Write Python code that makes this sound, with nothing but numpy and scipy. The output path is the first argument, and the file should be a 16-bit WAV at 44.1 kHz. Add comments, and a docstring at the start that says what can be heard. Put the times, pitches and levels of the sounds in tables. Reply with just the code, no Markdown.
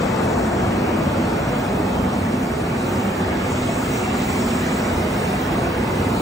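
"""Inside a large plating hall, on a hand-held pair of microphone ports; fans, pumps and a faint drive whine run throughout.
At first the pair is left-heavy and a hoist rolls close by on the left; the hand turns to a slightly right-heavy rest.
After 1.4 s the hoist draws away: noise and gear tones fade together. A narrow hiss, in phase at both ports, sinks.
From about 3 s the pumps' churn, noise with rising bubble notes, swells; the narrow hiss is louder from about 3.5 to 5 s.
It sinks again near the end, under a wide bath hiss. The drone is duct noise with narrow-band hums; the whine is sines."""
import sys
import numpy as np
from scipy import signal
from scipy.io import wavfile
from scipy.ndimage import uniform_filter1d

SR = 44100
rng = np.random.default_rng(int(sys.argv[2]) if len(sys.argv) > 2 else 0)


def digitize_waveform(pressure):
    """Quantize a signal to 16-bit integers and store it at the path in sys.argv[1].

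    Rows of a 2-D input are taken as channels; values are limited to [-1, 1].
    """
    field = np.atleast_2d(pressure).T
    bounded = np.clip(field, -1, 1)
    quanta = np.round(bounded * 32767).astype(np.int16)
    wavfile.write(sys.argv[1], SR, quanta)


N = 273861

# Spectrum of the extractor duct roar. Each row: frequency in Hz, relative density in dB per Hz.
DRONE_SPECTRUM = [(15, -75), (30, -33), (45, -11.5), (85, -5), (115, -8.5), (135, -3.5), (150, -8),
                  (190, -3), (225, -3.5), (265, -5.5), (300, -9), (335, -6.5), (352, -9.5), (388, -11.5),
                  (415, -6.5), (470, -11), (490, -8), (540, -11.5), (715, -12), (820, -14.5), (860, -12),
                  (930, -15), (990, -18), (1200, -16.5), (1440, -23), (2300, -39.5), (4000, -59.5)]
# Fan and pump hums, blurred by the hall.
# Each row: frequency in Hz, level in dB rms, width in Hz, phase by which the left port leads in radians.
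FAN_HUMS = [(94, -36.5, 16, 0), (163, -40, 8, 0), (195, -38, 10, 0), (218, -38, 10, 0), (236, -39, 6, 0),
            (248, -33.5, 8, 0), (262, -39, 6, 0), (371, -38, 3, .4), (492, -43, 14, 1.8),
            (741, -42.5, 4, 2.0), (925, -48, 25, 1.5), (1060, -51, 8, 1.8), (1108, -47, 5, 1.8),
            (1443, -49.5, 3, .6), (2646, -59, 5, 2.8)]
# Levels of roar and churn, before hums and bubbles are added.
# Each row: time in seconds, drone level in dB, churn level in dB.
DRONE_AND_CHURN_LEVELS = [(0, -21.5, -32.5), (.4, -20.5, -35), (.8, -21, -34), (1.25, -21.5, -34),
                          (1.5, -22, -34.5), (1.8, -21, -35.5), (2.2, -22.5, -35.5), (2.5, -23, -36),
                          (2.75, -23, -33.5), (2.95, -22, -34.5), (3.4, -22.5, -32.5), (3.7, -22.5, -32.5),
                          (4.1, -22.5, -31.5), (4.5, -23, -31.5), (5.0, -21.5, -32), (5.5, -21.5, -32.5),
                          (5.8, -22, -33), (6.21, -20.5, -35)]

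# Spectrum of the hoist's rumble. Each row: frequency in Hz, relative density in dB per Hz.
HOIST_SPECTRUM = [(90, -24), (150, -2), (185, 8.5), (240, -3.5), (290, -4), (380, 2.5), (460, -5), (600, 0),
                  (820, -5.5), (930, -1), (975, -11), (1300, -9.5), (2000, -18), (2500, -26.5), (3000, -31),
                  (4600, -48), (5700, -26.5), (6600, -33), (8000, -83)]
# How far the hoist reaches the left port first. Each row: frequency in Hz, left lead in radians.
HOIST_PORT_LEAD = [(100, 0), (210, 0.83), (300, 1.1), (430, 2.3), (640, 0.41), (860, 1.5), (1550, 0.18),
                   (1950, 0.065), (2400, 1.5), (3300, 1.4), (4000, 0.69), (5200, 0)]
# Gear whine of the hoist, before it recedes.
# Each row: frequency in Hz, level in dB rms, pitch wander in Hz, left lead in radians.
GEAR_TONES = [(2000, -56, 5, 2), (2621, -55, 2, 2), (2646, -57, 2, 2)]
# The rumble starts at this level; it recedes slowly alongside, then the fade adds to that loss.
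HOIST_START_DB, HOIST_RECEDES_DB_PER_S = -26, 1.5
HOIST_LEAVES_S, HOIST_FADE_DB_PER_S = 1.43, 8.5

# Spectrum of the pumps and stirred liquid. Each row: frequency in Hz, relative density in dB per Hz.
CHURN_SPECTRUM = [(600, -23.5), (1100, -5), (1600, -2.5), (1900, -4.5), (2300, -2.5), (2660, -4.5),
                  (2800, -6.5), (3100, -9.5), (4000, -15), (5000, -16), (7000, -44)]
# Air bubbles breaking in the baths: mean rate, range of starting pitches, level against the churn wash.
BUBBLES_PER_S, BUBBLE_LOW_HZ, BUBBLE_HIGH_HZ, BUBBLES_UNDER_CHURN_DB = 320, 599.2, 2906, -3.5
# One note: length in cycles of its starting pitch, and the share of extra cycles gained by its end.
BUBBLE_CYCLES, BUBBLE_RISE = 20.2, 0.041
BUBBLE_SPREAD_DB, BUBBLE_TILT_DB_PER_OCTAVE = 3, -5

# Spectrum of the wide bath hiss. Each row: frequency in Hz, relative density in dB per Hz.
WIDE_HISS_SPECTRUM = [(1500, -8.5), (3000, -3), (4000, 0), (5000, -5), (5600, -1), (6300, -3), (7900, -3.5),
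                      (8700, 0), (10000, -6.5), (11500, 0.5), (14000, -1.5), (16000, 0)]
# Level of the wide hiss, before its flutter. Each row: time in seconds, level in dB.
WIDE_HISS_LEVEL = [(0, -39.5), (1.1, -39), (2.7, -38.5), (2.85, -37), (3.34, -38), (3.52, -37),
                   (3.65, -37.5), (3.98, -34), (4.12, -38.5), (4.22, -33), (4.88, -35), (5.0, -35),
                   (5.3, -35), (5.74, -38), (6.21, -35.5)]
# Spectrum of a narrower hiss, around 5 to 8.5 kHz. Each row: frequency in Hz, relative density in dB per Hz.
NARROW_HISS_SPECTRUM = [(3000, -22.5), (5000, -4), (7000, 6), (7900, 7), (8500, -1), (9500, -56)]
# Level of the narrower hiss, before its flutter: uneven, louder from about 3.5 to 5 s.
# Each row: time in seconds, level in dB.
NARROW_HISS_LEVEL = [(0, -46), (.8, -51.5), (1.76, -52), (1.85, -55), (2.75, -53), (2.81, -47), (2.93, -47),
                     (3.0, -46), (3.05, -52), (3.37, -51), (3.52, -41), (3.63, -44), (3.81, -42),
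                     (3.9, -43), (4.0, -39), (4.11, -44), (4.27, -41), (4.66, -43), (4.75, -42),
                     (4.95, -45.5), (5.02, -48), (5.73, -55), (6.2, -50)]
WIDE_FLUTTER_DB, NARROW_FLUTTER_DB = 0.5, 0.5  # rms

# Whine of the motor drive.
# Each row: frequency in Hz, level in dB rms, pitch wander in Hz, left lead in radians.
DRIVE_WHINE = [(2621, -56.5, 2, 2.5), (5292, -66, 3, 0), (6949, -66.5, 9, 0), (7143, -65, 6, -.3),
               (7885, -59, 2.5, -1.4), (8099, -62, 3, -1.4), (8850, -70, 3, -2)]

# Likeness, phase lead and balance of left and right by frequency; opposite in sign from 10.35 to 13.6 kHz.
# Each row: frequency in Hz, likeness from 0 to 1, left lead in radians, left over right in dB.
PORT_PAIR = [(60, 1, 0, 0), (250, .96, -.1, -1.5), (330, .84, 0, -3), (400, .68, 0, -3), (450, .44, .5, -3),
             (600, .55, .8, 1), (680, .48, 1, 0), (780, .3, 1, -1), (950, .15, 1.2, -1),
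             (1100, .3, 1.9, -1), (1350, .35, 1, -1), (1550, .35, .4, -2), (1750, .52, .2, -2),
             (1950, .4, -.1, -1.5), (2150, .05, 0, 0), (2200, .05, 2.9, 0), (2550, .52, 2.8, -1),
             (3000, .48, 2.8, 0), (3350, .05, 2.9, -1), (3400, .05, 0, -1), (3900, .35, -.2, -1),
             (4300, .14, 0, -1), (4800, .1, 0, -1), (5150, .4, 0, 0), (5500, .95, 0, 0), (5900, .98, 0, 0),
             (6900, .95, 0, 0), (7500, .5, -.6, 0), (8000, .5, -1.3, 0), (8500, .5, -1.7, 0),
             (9000, .5, -2, 0), (9600, .62, -2.5, 0), (10050, .85, -2.8, 0), (10350, 1, -np.pi, 0),
             (13600, 1, -np.pi, 0), (13900, .72, -3.6, 0), (14800, .6, -4.3, 0), (15500, .5, -4.8, 0)]
RIDGES_DB = 2.14  # depth of the hall's standing-wave ridges, rms
# Left over right at the first moment and at rest, and the time constant of the turn.
LEAN_START_DB, LEAN_REST_DB, TURN_S = 4.5, -0.3, .7
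UPPER_EDGE_HZ = 15760


def drone():
    """Air roar of the extractor ducts, spread over both ports, with the fan hums riding in it."""
    roar = in_hall(DRONE_SPECTRUM, patchy_db=0.1, size=4096)
    return gain_of(follow(DRONE_AND_CHURN_LEVELS)) * roar + hums()


def hums():
    """Each hum is noise squeezed into a narrow band round a steady core, so it beats and breaks up at random."""
    t = np.arange(N) / SR
    out = np.zeros((2, N))
    like, step = 0.97, 8  # likeness of the ports; the slow envelope holds each value for 8 samples
    for hz, db, width, lead in FAN_HUMS:
        pole = np.exp(-np.pi * width / (SR / step))
        noise = rng.standard_normal((4, N // step + 2000))  # the extra start lets the filter settle
        a, b, c, d = signal.lfilter([1], [1, -2 * pole, pole * pole], noise)[:, -N // step:]
        left = evened(a) + 1j * evened(b) + 1.65  # a steady core under the blur
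        other = evened(c) + 1j * evened(d)
        right = like * left * np.exp(-1j * lead) + np.sqrt(1 - like ** 2) * other
        both = np.array([left, right])
        both = gain_of(db) * both / np.sqrt(np.mean(abs(both) ** 2) / 2)
        envelope = np.repeat(both, step, axis=1)[:, :N]
        out += (envelope * np.exp(2j * np.pi * hz * t)).real
    return out


def hoist():
    """Wheels and gearbox rumbling on the rail: one near source, favouring the left port, that draws away."""
    rumble = wash(HOIST_SPECTRUM, np.ones_like, lambda hz: read(HOIST_PORT_LEAD, hz), patchy_db=0.5, size=2048)
    leftward = gain_of([[1.5], [-1.5]])
    near = gain_of(HOIST_START_DB) * rumble * leftward + tones(GEAR_TONES, waver_db=3.0)
    t = np.arange(N) / SR
    loss_db = HOIST_RECEDES_DB_PER_S * t + HOIST_FADE_DB_PER_S * np.maximum(t - HOIST_LEAVES_S, 0)
    return gain_of(-loss_db) * near


def churn():
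    """Pumps and stirred liquid: a mid wash with bubbles that sinks, then swells with the hiss."""
    liquid = in_hall(CHURN_SPECTRUM, patchy_db=1.3, size=1024)
    stirred = liquid + gain_of(BUBBLES_UNDER_CHURN_DB) * bubbles(count=36)
    return gain_of(follow(DRONE_AND_CHURN_LEVELS, order=2)) * stirred


def bubbles(count):
    """Each size of bubble rings a short rising note, nearer one port or the other."""
    out = np.zeros((2, N))
    kind = rng.integers(0, count, N)
    strength = gain_of(BUBBLE_SPREAD_DB * np.minimum(rng.exponential(1, N), 4))
    bursts = strength * (rng.random(N) < BUBBLES_PER_S / SR)
    for k, hz in enumerate(np.geomspace(BUBBLE_LOW_HZ, BUBBLE_HIGH_HZ, count)):
        turns = np.arange(0, BUBBLE_CYCLES, hz / SR)
        share = turns / BUBBLE_CYCLES
        swell = np.sin(np.pi * share ** 0.67) ** 2
        note = swell * np.sin(2 * np.pi * turns * (1 + BUBBLE_RISE * share))
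        note *= gain_of(BUBBLE_TILT_DB_PER_OCTAVE * np.log2(hz / BUBBLE_LOW_HZ))
        out[k % 2] += signal.oaconvolve(bursts * (kind == k), note)[:N]
    return evened(out + 0.39 * out[::-1])  # the farther port hears each note weaker


def hiss():
    """Fine bubbles bursting on the baths: a wide hiss, and a narrower uneven one, the same noise at both ports."""
    wide = in_hall(WIDE_HISS_SPECTRUM, patchy_db=2.5, size=1024)
    wide_db = follow(WIDE_HISS_LEVEL) + WIDE_FLUTTER_DB * drift(10)
    narrow = wash(NARROW_HISS_SPECTRUM, np.ones_like, np.zeros_like, patchy_db=1.0, size=512)
    narrow_db = follow(NARROW_HISS_LEVEL) + NARROW_FLUTTER_DB * drift(14)
    return gain_of(wide_db) * wide + gain_of(narrow_db) * narrow


def whine():
    """Faint motor drive: thin steady tones that wander slightly in pitch and level."""
    return tones(DRIVE_WHINE, waver_db=1.5)


def in_hall(colour, patchy_db, size):
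    """Noise with the likeness and phase lead of the port table."""
    return wash(colour, lambda hz: read(PORT_PAIR, hz), lambda hz: read(PORT_PAIR, hz, order=2), patchy_db, size)


def wash(colour, like, lead, patchy_db, size):
    """Random short-time spectra with drifting patches, at the two ports, scaled to rms 1."""
    frames = 4 * N // size + 5
    hz = np.fft.rfftfreq(size, 1 / SR)
    a, b, c, d, patches = rng.standard_normal((frames, len(hz), 5)).T  # each is frequency by time
    patches = evened(uniform_filter1d(uniform_filter1d(patches, size=12, axis=0), size=6, axis=1))
    # standing waves of the hall: narrow ridges that shift slowly
    ridges = uniform_filter1d(rng.standard_normal(a.shape), size=2, axis=0)
    ridges = evened(uniform_filter1d(ridges, size=40960 // size, axis=1))
    like = like(hz)[:, None]
    left = a + 1j * b
    right = like * left * np.exp(-1j * lead(hz))[:, None] + np.sqrt(1 - like ** 2) * (c + 1j * d)
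    lean = gain_of(read(PORT_PAIR, hz, order=3) / 2)[:, None]
    level_db = read(colour, hz)[:, None] + patchy_db * patches + RIDGES_DB * ridges
    spectra = np.array([left * lean, right / lean]) * gain_of(level_db)
    return evened(signal.istft(spectra, nperseg=size, noverlap=3 * size // 4)[1][:, :N])


def tones(table, waver_db):
    """Steady partials whose pitch wanders and whose level wavers at each port as echoes shift."""
    out = np.zeros((2, N))
    for hz, db, wander, lead in table:
        angle = 2 * np.pi * np.cumsum(hz + wander * drift(5.6)) / SR
        shared = drift(7.0)
        for side in range(2):
            level_db = db + waver_db * (shared + 0.73 * drift(2.8))
            out[side] += np.sqrt(2) * gain_of(level_db) * np.sin(angle - side * lead)
    return out


def drift(per_s):
    """Slow random movement of rms 1: sines of random phase, the fastest at per_s cycles a second."""
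    t = np.arange(0, N + 256, 256) / SR
    rates = np.geomspace(per_s / 20, per_s, 24)
    slow = sum(np.sin(2 * np.pi * (f * t + rng.random())) / np.sqrt(f) for f in rates)
    return np.interp(np.arange(N) / SR, t, evened(slow))


def gain_of(db):
    """Decibels to amplitude."""
    return np.exp(np.asarray(db) * np.log(10) / 20)


def evened(x):
    """Scaled to rms 1."""
    return x / np.sqrt(np.mean(x ** 2) + 1e-20)


def read(points, hz, order=1):
    """One column of a table, joined on a log-frequency axis."""
    points = np.transpose(points)
    return np.interp(np.log(hz + 1), np.log(points[0] + 1), points[order])


def follow(rows, order=1):
    """One column of a time curve at every sample."""
    rows = np.transpose(rows)
    return np.interp(np.arange(N) / SR, rows[0], rows[order])


def scene():
    """All sources of the hall at the two ports."""
    return drone() + hoist() + churn() + hiss() + whine()


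def record(dry):
    """The balance of the middle range follows the panning hand; the ports share the bass. Then the band limits."""
    middle = signal.sosfiltfilt(signal.butter(3, [260, 5000], "band", fs=SR, output="sos"), dry)
    turn = np.exp(-np.arange(N) / SR / TURN_S)
    lean_db = LEAN_REST_DB + (LEAN_START_DB - LEAN_REST_DB) * turn
    lean = gain_of(lean_db / 2 * np.array([[1], [-1]]))
    left, right = dry + middle * (lean - 1)
    # below 205 Hz the difference between the ports falls away
    side = signal.sosfiltfilt(signal.butter(3, 205, "high", fs=SR, output="sos"), left - right) / 2
    heard = (left + right) / 2 + np.array([side, -side])
    heard = signal.sosfilt(signal.butter(2, 35, "high", fs=SR, output="sos"), heard)
    treble_limit = signal.firwin(2047, UPPER_EDGE_HZ, window=("kaiser", 9), fs=SR)
    return signal.oaconvolve(heard, treble_limit[None], "same")


dry = scene()
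out = record(dry)
digitize_waveform(out)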